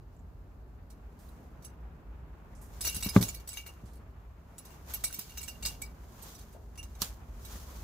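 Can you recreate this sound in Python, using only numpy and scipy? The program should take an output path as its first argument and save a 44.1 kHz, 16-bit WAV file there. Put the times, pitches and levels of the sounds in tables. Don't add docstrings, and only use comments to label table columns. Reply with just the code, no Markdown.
import sys
import numpy as np
from scipy import signal
from scipy.fft import rfft, irfft, next_fast_len
from scipy.io import wavfile

SR = 44100
rng = np.random.default_rng(int(sys.argv[2]) if len(sys.argv) > 2 else 0)


def inscribe(sig):
    pcm = np.round(np.clip(np.atleast_2d(sig).T, -1, 1) * 32767)
    wavfile.write(sys.argv[1], SR, pcm.astype(np.int16))


N = 345561

# (frequency [Hz], spectral level [dB])
DULL_SPECTRUM = [(53, -27), (90, -10.5), (171, -3), (194, -8.5), (233, -7), (326, -14), (416, -12.5),
                 (485, -17), (680, -17), (1550, -27), (3500, -54.5), (4550, -72.5), (7700, -120)]
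# (frequency [Hz], spectral level [dB])
BRIGHT_SPECTRUM = [(880, -22), (1500, -1.5), (1940, -10.5), (3120, -1), (5220, -0.5), (6630, 2.5),
                   (8740, -5.5), (13800, 0), (16000, -3)]
# (time [s], peak level [dB], contact cutoff [Hz], push or pull [+1 or -1])
TOY_BLOWS = [(1.398, -44, 294, 1), (2.967, -34, 300, 1), (3.062, -27.5, 600, -1), (3.064, -28.5, 593, 1),
             (3.162, -12.5, 1550, -1), (3.1638, -4, 2270, 1), (3.177, -17, 500, -1), (3.206, -20.5, 300, 1),
             (3.223, -24, 296, 1), (3.836, -37.5, 299, 1), (5.186, -39.5, 700, 1), (5.653, -41, 400, 1),
             (7.018, -31, 920, 1), (7.556, -39, 700, -1)]


def from_db(db):
    return 10 ** (np.asarray(db) / 20)


def rms_one(x):
    return x / np.sqrt(np.mean(x ** 2) + 1e-20)


def in_time(rows):
    s, *columns = np.transpose(rows)
    return [np.interp(np.arange(N) / SR, s, column) for column in columns]


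def at_hz(points, hz):
    known_hz, values = np.transpose(points)
    return np.interp(np.log(hz), np.log(known_hz), values)


def sides(pan_db):
    return from_db(np.array([pan_db, -pan_db]) / 2)


def drift(hz):
    step = 40
    r = np.exp(-2 * np.pi * hz * step / SR)
    slow = signal.lfilter([1], [1, -2 * r, r * r], rng.standard_normal(N // step + 2002))[2000:]
    return np.interp(np.arange(N) / step, np.arange(len(slow)), rms_one(slow))


def ring(clicks, hz, t60):
    r, w = from_db(-60 / (t60 * SR)), 2 * np.pi * hz / SR
    return signal.lfilter([0, np.sin(w)], [1, -2 * r * np.cos(w), r * r], clicks + 1e-18)


def dying(s, db, t60):
    jumps = np.zeros(N)
    jumps[np.round(s * SR).astype(int)] = from_db(db)
    return signal.lfilter([1], [1, -from_db(-60 / (t60 * SR))], jumps + 1e-18)


def coloured(white, spectrum, min_coherence=0.):
    # (frequency [Hz], coherence [0-1])
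    coherence = [(60, .99), (130, .93), (290, .82), (640, .46), (1410, .05), (3100, 0)]
    size = next_fast_len(N, True)
    hz = np.maximum(np.fft.rfftfreq(size, 1 / SR), 1)
    inside = (hz >= spectrum[0][0]) & (hz <= spectrum[-1][0])
    mid, side = rfft(white, size) * from_db(at_hz(spectrum, hz)) * inside
    alike = np.clip(at_hz(coherence, hz), min_coherence, 1)
    ears = np.sqrt(1 + alike) * mid + np.sqrt(1 - alike) * side * [[1], [-1]]
    return rms_one(irfft(ears, size)[:, :N])


def white_noise():
    return rng.standard_normal((2, N))


def grains(spread_db):
    return white_noise() * from_db(spread_db * np.minimum(rng.exponential(1, (2, N)), 4))


def low_rumble():
    # (time [s], rumble level [dB], drone level [dB])
    levels = [(0.0, -47, -58.5), (1.0, -50, -58), (1.5, -49.5, -55.5), (2.46, -48, -57.5),
              (3.12, -43, -54.5), (3.6, -52.5, -60.5), (3.9, -49, -57), (4.28, -48.5, -61),
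              (4.52, -54, -58.5), (4.97, -49, -57.5), (5.35, -51.5, -59.5), (5.63, -45.5, -53.5),
              (6.24, -51, -57.5), (6.9, -46, -58), (7.84, -47.5, -55)]
    # (frequency [Hz], spectral level [dB])
    rumble_spectrum = [(22, -38.5), (33, -13.5), (45, -1.5), (58, 3.5), (80, -5.5), (110, -11.5),
                       (150, -21.5)]
    rumble_db, drone_db = in_time(levels)
    rumble = from_db(rumble_db) * coloured(white_noise(), rumble_spectrum)
    drone = from_db(drone_db) * coloured(white_noise(), DULL_SPECTRUM)
    return rumble + drone


def hiss(level_db=-80):
    # (frequency [Hz], spectral level [dB])
    spectrum = [(1470, -39), (2500, -8), (2770, -6), (3220, -15), (4240, -10), (5290, -13.5), (6710, -30),
                (7430, -14), (8700, -28.5), (12300, -13), (15100, -14), (16000, -17.5), (16500, -34)]
    return from_db(level_db) * coloured(white_noise(), spectrum)


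def rustle(blades_at_rest_db=-94):
    # (time [s], blade level at 3-3.6 kHz [dB], cloth and soil level [dB],
    # 20 dB rise time [s], 20 dB fall time [s])
    movements = [(1.26, -85, -76, 0.22, 0.5), (2.77, -75.5, -63, 0.25, 0.1),
                 (2.88, -51.5, -51.5, .05, 0.07), (2.965, -57, -63, .05, 0.06), (3.07, -60, -52, 0.08, .1),
                 (3.16, -51, -38, .03, 0.06), (3.23, -54, -64, 0.02, 0.0736), (3.29, -65, -76, .03, 0.1),
                 (3.4, -69, -65, -0.06, 0.03), (3.58, -60.5, -74, .09, 0.07), (3.66, -79, -61.5, 0, 0.35),
                 (4.71, -75, -58, 0.22, 0.2), (4.9, -62, -54, .05, 0.27), (5.04, -81, -64.5, 0, 0.42),
                 (5.21, -66, -83, 0.13, 0.36), (5.373, -68.5, -72, -0.05, 0.3),
                 (5.658, -54.5, -54, 0.0049, 0.1), (6.231, -72, -68, 0.08, .15),
                 (6.3, -69.5, -59.5, 0.39, 0.33), (6.79, -82.5, -64.5, 0.1, 0.8),
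                 (7.023, -45.5, -50, 0.016, .04), (7.059, -68.5, -58, 0.11, 0.14),
                 (7.528, -62.5, -58, 0.14, 0.21), (7.78, -70.5, -57.5, 0.33, .5)]
    # (time [s], level [dB])
    nosing = [(0, -73.5), (.6, -72), (1.3, -65.5), (2.5, -63.5), (3.7, -62.5), (4.4, -67), (5.5, -63),
              (6.1, -64.5), (6.65, -71), (7.2, -62), (7.84, -62)]
    # (frequency [Hz], spectral level [dB])
    cloth_spectrum = [(300, -7), (600, -7), (1000, -4), (1600, -10.5), (2500, -16.5), (4000, -29)]

    def swells(peak_db):
        t, envelope = np.arange(0, N / SR, .002), 0
        for (s, _, _, rise, fall), db in zip(movements, peak_db):
            drop_db = 20 * np.maximum((s - t) / max(rise, .005), (t - s) / max(fall, .005))
            envelope += from_db(db - drop_db)
        return np.interp(np.arange(N) / SR, t, envelope)

    blade_db, cloth_db = np.transpose(movements)[1:3]
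    blades = coloured(grains(4.2), BRIGHT_SPECTRUM, min_coherence=0.026)
    level_band = signal.butter(3, [3000, 3600], "band", fs=SR, output="sos")
    blades /= np.std(signal.sosfilt(level_band, blades))
    cloth = coloured(grains(2.2), cloth_spectrum, min_coherence=0.098)
    blades *= (from_db(blades_at_rest_db) + swells(blade_db)) * from_db(1.2 * drift(hz=21))
    cloth *= np.hypot(from_db(in_time(nosing)[0]), swells(cloth_db)) * from_db(1.77 * drift(hz=22))
    return blades * sides(-0.87)[:, None] + cloth


def chirps_and_snaps():
    # (time [s], level [dB], centre [Hz], width [octaves], t60 [s], left minus right [dB])
    noise_bursts = [(0.165, -61.5, 7160, 0.28, 0.025, -17), (0.191, -67, 7200, 0.25, 0.089, -14),
                    (1.19, -57, 8000, 2.7, 0.79, -8), (2.551, -60, 7100, 0.85, 0.32, -17),
                    (2.614, -50, 9450, 1.3, 0.3, -9), (3.164, -27, 2900, 1.5, 0.05, -5),
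                    (3.227, -17.5, 3530, 1.9, 0.011, -5), (3.856, -58.5, 6000, 1.9, 0.44, -12),
                    (3.933, -52.5, 9000, 2.8, 0.096, -6), (5.1, -36.5, 1510, 0.28, 0.041, -1),
                    (5.19, -41.5, 1290, 3.2, 0.033, 9), (5.38, -47, 1300, 1.7, 0.048, 4),
                    (5.481, -43, 1420, 0.62, 0.054, 0), (5.659, -35, 1200, 3.3, 0.024, 4),
                    (6.546, -46, 510, 1, 0.35, 9), (6.756, -52, 3920, 3, 0.051, -10),
                    (7.0187, -13, 4860, 0.84, 0.013, -10), (7.019, -15, 11600, 1, 0.0096, -7),
                    (7.024, -33, 4700, 2.2, 0.15, -4), (7.021, -25, 980, 1.1, 0.017, 6),
                    (7.558, -38, 1540, 0.76, 0.024, 8)]
    crest_db = 9
    out, t = np.zeros((2, N)), np.arange(SR // 6) / SR
    for s, db, hz, octaves, t60, pan_db in noise_bursts:
        edges = np.minimum(hz * 2 ** (np.array([-.5, .5]) * octaves), SR / 2.1)
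        band = signal.butter(2, edges, "band", fs=SR, output="sos")
        noise = rms_one(signal.sosfilt(band, rng.standard_normal(len(t))))
        burst = noise * from_db(db - crest_db - 60 * t / t60)
        i = round(s * SR)
        out[:, i:i + len(t)] += sides(pan_db)[:, None] * burst
    return out


def loose_contacts(s, db, per_s=400):
    at = np.flatnonzero(rng.random(N) < per_s / SR)
    density_gain = np.sqrt(SR / per_s)
    return at, dying(s, db - 30, t60=0.18)[at] * density_gain


def fur_scuff(at, db, pan_db, t60=0.039):
    jumps = np.zeros((2, N))
    jumps[:, at] = sides(pan_db) * from_db(db)
    envelope = signal.lfilter([1], [1, -from_db(-60 / (t60 * SR))], jumps)
    return envelope * coloured(grains(2.2), BRIGHT_SPECTRUM, min_coherence=0.093)


def collar_tags():
    # (time [s], level [dB], left minus right [dB],
    # relative drive at 2.3 kHz [dB], at 2.8 kHz [dB], at 4-6 kHz [dB], at 7-9 kHz [dB])
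    strikes = [(0.9028, -46.5, -4, -30, -39, -15.5, -11), (1.2854, -54, -13, -38, -40, -26, -18),
               (1.624, -47.5, -4, -31, -29, -16, -17), (1.645, -40, -4, -35.5, -32, -13.5, -10),
               (2.81, -23.5, -5, -35, -32, -16, -10.5), (2.8264, -28.5, 3, -29, -34, -25, -16),
               (2.8486, -20, -2.0, -33, -24, -15, -12), (2.8714, -23, 3, -31, -19.5, -8.5, -19),
               (2.8892, -30.5, 1, -30, -11, -9.5, -14), (2.9472, -28.5, -3, -30, -26, -16, -14),
               (2.9634, -32.5, -2, -28, -29, -15, -12), (3.0056, -33, -3.0, -24.5, -33, -14, -17),
               (3.027, -24.5, -3.5, -23, -18, -10, -11), (3.0434, -27.5, 1, -20, -17, -17, -16),
               (3.0634, -30.5, -1.0, -26, -10, -13, -14), (3.0894, -30, -2.0, -21, -26, -7, -17),
               (3.2126, -21.5, -5, -27, -40, -10, -14), (3.2266, -22, -2, -36, -34, -17, -22),
               (3.2534, -47, 1.5, -24, -19, -13, -13), (3.2852, -29.5, -6, -35, -25, -16, -8.5),
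               (3.3448, -36, -6.5, -31, -30, -7.5, -25), (3.4755, -37, 0, -42, -32, -17, -13.5),
               (3.491, -30.5, -5, -35, -34, -25, -10), (3.5324, -40, -1, -19, -15, -10, -7),
               (3.5724, -34, 0.0, -7.5, -7.5, -6.5, -21), (3.6641, -35, 2, -12, -18.5, -21, -21),
               (3.9559, -54, 2, -23.5, -31, -18, -10.5), (4.583, -39.5, -2, -27, -31, -19, -4),
               (4.6518, -42, -0.5, -30, -20, -18, -17), (4.7032, -50, 8, -20, -20, -19, -22),
               (4.9387, -27, -2.5, -26.5, -30, -21.5, -14), (5.0399, -16.5, -2.5, -23, -49, -32, -10.5),
               (5.1267, -36, -5, -32, -28, -15.5, -17), (5.1402, -35, -4, -30, -19, -13, -12),
               (5.1896, -30, -4, -44, -28, -14.5, -15), (5.2964, -45.5, -4, -17, -7.5, -8, -23),
               (5.3742, -33, -1, -25, -18, -7, -11), (5.4097, -36.5, -5.0, -28, -22, -24, -12),
               (5.4311, -33.5, -11, -33, -30, -31, -9), (5.4799, -31.5, -6.5, -32.5, -19, -13, -15.5),
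               (5.6264, -29.5, -0.5, -23, -18, -9, -11), (5.6506, -28.5, -1, -19, -20, -6, -11),
               (5.6575, -25.5, -4, -20, -26, -10, -9), (5.8184, -31, -3, -21, -33, -26, -15),
               (6.2234, -41, -12, -37, -42, -23, -19), (6.3485, -45.5, -8, -31, -36, -9.5, -12),
               (6.3909, -43.5, -3, -32, -36, -11, -5), (6.5271, -55, -9, -35, -38, -17, -5),
               (6.7778, -41, 0, -21, -6.5, -8, -9), (6.8307, -42, -7, -29, -39, -11.5, -7.5),
               (6.9511, -54, -5, -21, -26, -9, -9), (7.45, -39.5, -7.5, -22, -24, -16, -15)]
    # (frequency [Hz], level [dB], t60 [s])
    mode_groups = [
        [(2284, 3, 0.17)],
        [(2795, 2, 0.25)],
        [(3860, -8.5, 0.1), (4440, -7, 0.12)],
        [(5010, -7, 0.14), (4930, -18, 0.028), (5810, -2.5, 0.056), (6290, -4, .1)],
        [(6980, -5.5, 0.059), (7830, -7, 0.085), (8150, 3, 0.029), (8300, -6.5, 0.08), (9420, -12, 0.019)],
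        [(9970, -20, 0.079), (10820, -8.5, .07)],
        [(11730, -15.5, 0.089), (12950, -19, 0.033)],
        [(13900, -22, 0.03), (14470, -9.5, 0.039), (15420, -14, .04)],
    ]
    rattle_levels = [-32.5, -31.5, -22.5, -21, -22.5, -11.5, -10, -9.5]
    spreads = [1.4, 1.9, 4, 4.1, 3.8, 4, 3.9, 3.7]
    s, strike_db, pan_db, low_db, mid_db, upper_db, high_db = np.transpose(strikes)
    touch_db = np.array([-12, -8.0, -10.5, -14, -23.5])
    lags_s = np.cumsum(rng.uniform(0.00054, .0045, (len(s), 4)), axis=1)
    touch_at = np.round(SR * (s[:, None] - .0015 + np.c_[np.zeros(len(s)), lags_s])).astype(int)
    flutter = [from_db(4.97 * drift(hz=89)) for _ in range(4)]
    rattle_at, rattle = loose_contacts(s, strike_db)

    def mode(hz, t60, hit_db, rattle_db, spread_db):
        chance = rng.standard_normal((len(s), 8))
        touches = from_db(touch_db + 2.5 * chance[:, :5])
        left, right = sides(pan_db + 3.2 * chance[:, 5]) * from_db(hit_db + spread_db * chance[:, 6])
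        right_lag = np.round(3.0 * chance[:, 7:]).astype(int)
        clicks = np.zeros((2, N))
        clicks[:, rattle_at] = from_db(rattle_db) * rattle * rng.standard_normal((2, len(rattle_at)))
        clicks[0, touch_at] = left[:, None] * touches
        clicks[1, touch_at + right_lag] = right[:, None] * touches
        return ring(clicks, hz, t60)

    landing_db = [low_db, mid_db, upper_db, upper_db, high_db, 0, 0, 0]
    out = np.zeros((2, N))
    for group, modes in enumerate(mode_groups):
        for k, (hz, db, t60) in enumerate(modes):
            hit_db = strike_db + landing_db[group] + db
            ringing = mode(hz, t60, hit_db, db + rattle_levels[group], spreads[group])
            out += ringing * flutter[(group + k) % 4]
    for hz in np.geomspace(3700, 15600, 26) * rng.uniform(1.0, 1.02, 26):
        out += mode(hz, t60=0.051, hit_db=strike_db - 26, rattle_db=-25.5, spread_db=4.6)
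    return out + fur_scuff(touch_at[:, 1], strike_db - 18.5, pan_db)


def toy_thumps():
    # (frequency [Hz], level [dB], t60 [s])
    modes = [(113, -1.5, 0.097), (195.7, 3.5, 0.058), (269, -1, 0.037), (394, -9, 0.051),
             (548, -2.5, 0.022), (832, -14, 0.028), (1170, -2, 0.025), (1580, -6, 0.018),
             (2130, -3.5, 0.0091)]
    click = signal.unit_impulse(SR // 3)
    body = sum(from_db(db) * ring(click, hz, t60) for hz, db, t60 in modes)
    radiation = signal.butter(2, 85, "high", fs=SR, output="sos")
    body = signal.sosfilt(radiation, body)
    out = np.zeros(N)
    for s, db, contact_hz, direction in TOY_BLOWS:
        r = np.exp(-2 * np.pi * contact_hz / SR)
        blow = signal.lfilter([1], [1, -2 * r, r * r], body)
        blow *= direction * from_db(db) / np.abs(blow).max()
        i = round(s * SR)
        out[i:i + len(blow)] += blow[:N - i]
    right = np.roll(out, round(.00012 * SR))
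    return np.array([out, right]) * sides(0.54)[:, None]


def ground_boom():
    s, db = np.transpose(TOY_BLOWS)[:2]
    return dying(s, db - 34, t60=0.34) * coloured(white_noise(), DULL_SPECTRUM)


def with_echoes(direct):
    # (left delay [s], right delay [s], level [dB])
    reflections = [(.0031, .0046, -7), (.011, .0087, -13), (.023, .027, -19)]
    out = direct.copy()
    for *lags, db in reflections:
        for ear, lag in enumerate(lags):
            i = round(lag * SR)
            out[ear, i:] += from_db(db) * direct[ear, :-i]
    return out


def scene():
    garden = with_echoes(collar_tags() + chirps_and_snaps()) + toy_thumps() + ground_boom() + rustle()
    return garden + low_rumble() + hiss()


def record(dry):
    stop_hz, stop_db = 16250, 60
    return signal.sosfilt(signal.cheby2(14, stop_db, stop_hz, fs=SR, output="sos"), dry)


dry = scene()
out = record(dry)
inscribe(out)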